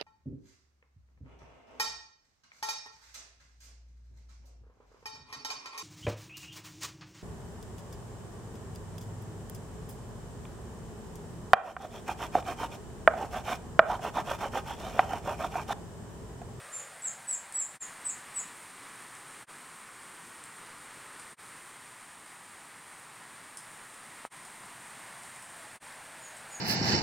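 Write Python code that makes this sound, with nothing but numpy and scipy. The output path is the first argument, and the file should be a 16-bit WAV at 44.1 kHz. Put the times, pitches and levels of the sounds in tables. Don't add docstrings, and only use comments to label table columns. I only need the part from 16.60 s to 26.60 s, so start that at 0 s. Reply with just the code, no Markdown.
import sys
import numpy as np
from scipy import signal
from scipy.fft import rfft, irfft
from scipy.io import wavfile
from scipy.ndimage import uniform_filter1d

SR = 44100
rng = np.random.default_rng(int(sys.argv[2]) if len(sys.argv) > 2 else 0)


def dump(signal):
    limited = np.clip(np.atleast_2d(signal).T, -1, 1)
    pcm = np.round(limited * 32767).astype(np.int16)
    wavfile.write(sys.argv[1], SR, pcm)


N = 441000
TIME = np.arange(N) / SR


def undb(db):
    return 10 ** (np.asarray(db) / 20)


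def unit(x):
    return x / np.sqrt(np.mean(x ** 2))


def decay(t, t60_s):
    return np.exp(-np.log(1000) * t / t60_s)


def add(out, start_s, x):
    i = max(int(start_s * SR), 0)
    out[i:i + len(x)] += x[:max(N - i, 0)]


def noise(spectrum):
    hz, db = np.transpose(spectrum)
    bins_hz = np.maximum(np.arange(N // 2 + 1) * SR / N, 1)
    gain = undb(np.interp(np.log(bins_hz), np.log(hz), db))
    return unit(irfft(rfft(rng.standard_normal(N)) * gain, N))


def band(x, lo_hz, hi_hz):
    return signal.sosfiltfilt(signal.butter(2, [lo_hz, hi_hz], "band", fs=SR, output="sos"), x)


def walk(rate_hz):
    hold = max(int(SR / rate_hz), 1)
    steps = rng.standard_normal(N)[np.arange(N) // hold]
    return unit(uniform_filter1d(uniform_filter1d(steps, hold), hold))


def air(rush_db=0.9, hiss_db=-3.0, echo_db=-7):
    rush_spectrum = [(20, -10), (38, -29), (55, -17.5), (75, -13), (125, -5.5), (200, -5.5), (330, -4),
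                     (520, -1), (750, -1.5), (1150, 0.5), (1900, 0.5), (2800, -7.5), (4500, -12.5),
                     (6000, -17.5), (9000, -34.5)]
    hiss_spectrum = [(4000, -22), (6000, -13.5), (7000, -7.5), (8000, -4.5), (8800, 1.5), (9600, -4.5),
                     (10400, -10), (11500, -15.5), (13500, -18.5), (15800, -22)]
    swell = [(0.0, -51), (0.55, -51.5), (1.1, -53), (1.25, -50), (2.5, -50.5), (3.2, -51.5), (4.6, -51),
             (5.6, -53), (7.5, -51.5), (8.7, -50.0), (9.3, -50.8), (10.0, -50.5)]
    notch = [(0, 285), (1.5, 555), (4.6, 624), (5.6, 520), (7.5, 536), (10, 390)]
    direct = noise(rush_spectrum)
    lag_s = .5 / np.interp(TIME, *np.transpose(notch))
    echo = np.interp(TIME - lag_s, TIME, band(direct, lo_hz=60, hi_hz=1150))
    rush = unit(direct + undb(echo_db) * echo) * undb(rush_db + .5 * walk(15))
    hiss = noise(hiss_spectrum) * undb(hiss_db + .5 * walk(18))
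    return (rush + hiss) * undb(np.interp(TIME, *np.transpose(swell)))


def swiftlets(onset_db=-14, release_db=-9, flutter_db=2.5, octave_db=-40):
    # t/s, length/s, top f/Hz, sag/(Hz/s), end f/Hz, swell/s, level/dB, relative rasp/dB
    chirps = [ (0.117, .098, 7350, 1220, 6480, 0.023, -37, -11.5),
              (0.419, 0.069, 7980, 4000, 6420, .038, -30.5, -20),
              (0.668, .095, 8170, 8940, 6500, 0.03, -29.5, -15.5),
              (0.936, .098, 7964, 5500, 7000, .038, -26, -17),
              (1.203, 0.034, 7750, 9000, 6570, 0.0074, -31, -16),
              (1.441, 0.074, 8280, 9000, 6520, .024, -30, -17.5),
              (1.738, .068, 8130, 2500, 6550, 0.035, -31, -17.5),
              (9.613, 0.078, 7180, 9000, 6380, 0.036, -46, -20),
              (9.907, 0.067, 7150, 8000, 6450, 0.047, -40, -23)]
    rasp_spectrum = [(4000, -22), (6500, -13.5), (8200, -9), (9000, -1), (9600, -6), (10000, -0.5),
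                     (10450, -22), (15000, -32)]
    scoop_hz, scoop_s, drop_s = 300, .0116, .042
    out = np.zeros(N)
    jitter, flutter, rasp = walk(450), walk(160), noise(rasp_spectrum)
    for start_s, length_s, top_hz, sag_hz_per_s, end_hz, swell_s, level_db, rasp_db in chirps:
        now = (TIME >= start_s) & (TIME < start_s + length_s)
        t = TIME[now] - start_s
        held_hz = top_hz - sag_hz_per_s * t - scoop_hz * np.exp(-t / scoop_s)
        drop = np.clip(1 - (length_s - t) / drop_s, 0, 1) ** 1.9
        pitch_hz = held_hz + drop * (end_hz - held_hz)
        waver = .008 * (.5 + t / length_s) * jitter[now]
        phase = 2 * np.pi * np.cumsum(pitch_hz * (1 + waver)) / SR
        whistle = np.sqrt(2) * (np.sin(phase) + undb(octave_db) * np.sin(2 * phase))
        effort_db = np.interp(t, [0, min(swell_s, length_s), length_s], [onset_db, 0, release_db])
        effort_db += flutter_db * flutter[now]
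        envelope = undb(level_db + effort_db) * signal.windows.tukey(len(t), .12)
        out[now] += envelope * (whistle + undb(rasp_db) * rasp[now])
    return out


def room(x, t60_s=.28, echoes=10, direct_db=-3.5, early_db=-8, tail_db=-6, build_s=.0088):
    t = TIME[:SR // 2]
    envelope = decay(t, t60_s)
    tail = rng.standard_normal(len(t)) * envelope * (1 - np.exp(-t / build_s))
    delays_s = rng.uniform(.004, .04, echoes)
    early = np.zeros(len(t))
    early[(delays_s * SR).astype(int)] = 1
    early *= envelope
    response = undb(early_db) * early / np.linalg.norm(early)
    response += undb(tail_db) * tail / np.linalg.norm(tail)
    response[0] += undb(direct_db)
    return signal.fftconvolve(x, response)[:N]


def ticks(faint_count=60, faint_db=-54, scatter_db=5, faint_t60_s=.015, ring_db=-14):
    strikes = [(0.234, -45, .012), (0.924, -35, .018), (2.551, -38, .02), (3.839, -38, .012),
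               (4.062, -44, .015), (4.597, -39, .03), (5.411, -45, .01), (5.662, -42, 0.013),
               (6.972, -32, 0.019), (7.343, -43, .015), (7.851, -40, .022), (8.633, -39.5, .028),
               (8.760, -42, .015), (8.823, -41.5, .025), (9.764, -46, .12)]
    bright_spectrum = [(1500, -30), (4000, -22), (6000, -13), (6750, -3), (7400, 0), (8550, 9), (10500, -5),
                       (13000, -22), (16000, -33)]
    ring_spectrum = [(2000, -23), (3800, -14), (4500, -14), (5200, 2), (5800, -13), (8000, -29)]  # f/Hz, level/dB
    faint = [(when * N / SR, faint_db + scatter_db * (2 * size - 1), faint_t60_s)
             for when, size in rng.random((faint_count, 2))]
    envelope, t = np.zeros(N), TIME[:SR // 4]
    for start_s, level_db, t60_s in strikes + faint:
        add(envelope, start_s, undb(level_db) * decay(t, t60_s))
    return envelope * (noise(bright_spectrum) + undb(ring_db) * noise(ring_spectrum))


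def knock(start_s=7.6512, mode_hz=780, level_db=-19, t60_s=.0035):
    out, t = np.zeros(N), TIME[:SR // 20]
    add(out, start_s, undb(level_db) * np.cos(2 * np.pi * mode_hz * t) * decay(t, t60_s))
    return band(out, lo_hz=120, hi_hz=2700)


def scene(side_db=-77):
    side_spectrum = [(20, 5), (150, 11), (400, 10), (700, 3.5), (1200, -32), (6000, -17), (8800, -29),
                     (11000, -18), (15800, 3.5)]
    mono = room(swiftlets() + ticks()) + knock() + air()
    side = undb(side_db) * noise(side_spectrum)
    return np.array([mono + side, mono - side])


def record(dry, fade_s=.034, floor_db=-34, cutoff_hz=15800):
    fades = [1.1915, 2.862, 4.762, 7.6945, 9.1945]
    away_s = np.min([np.abs(TIME - centre_s) for centre_s in fades], axis=0)
    gain = np.minimum(undb(floor_db) + (away_s / fade_s) ** 2, 1)
    lowpass = signal.ellip(10, .1, 80, cutoff_hz, fs=SR, output="sos")
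    return signal.sosfilt(lowpass, dry * gain)


dry = scene()
out = record(dry)
dump(out)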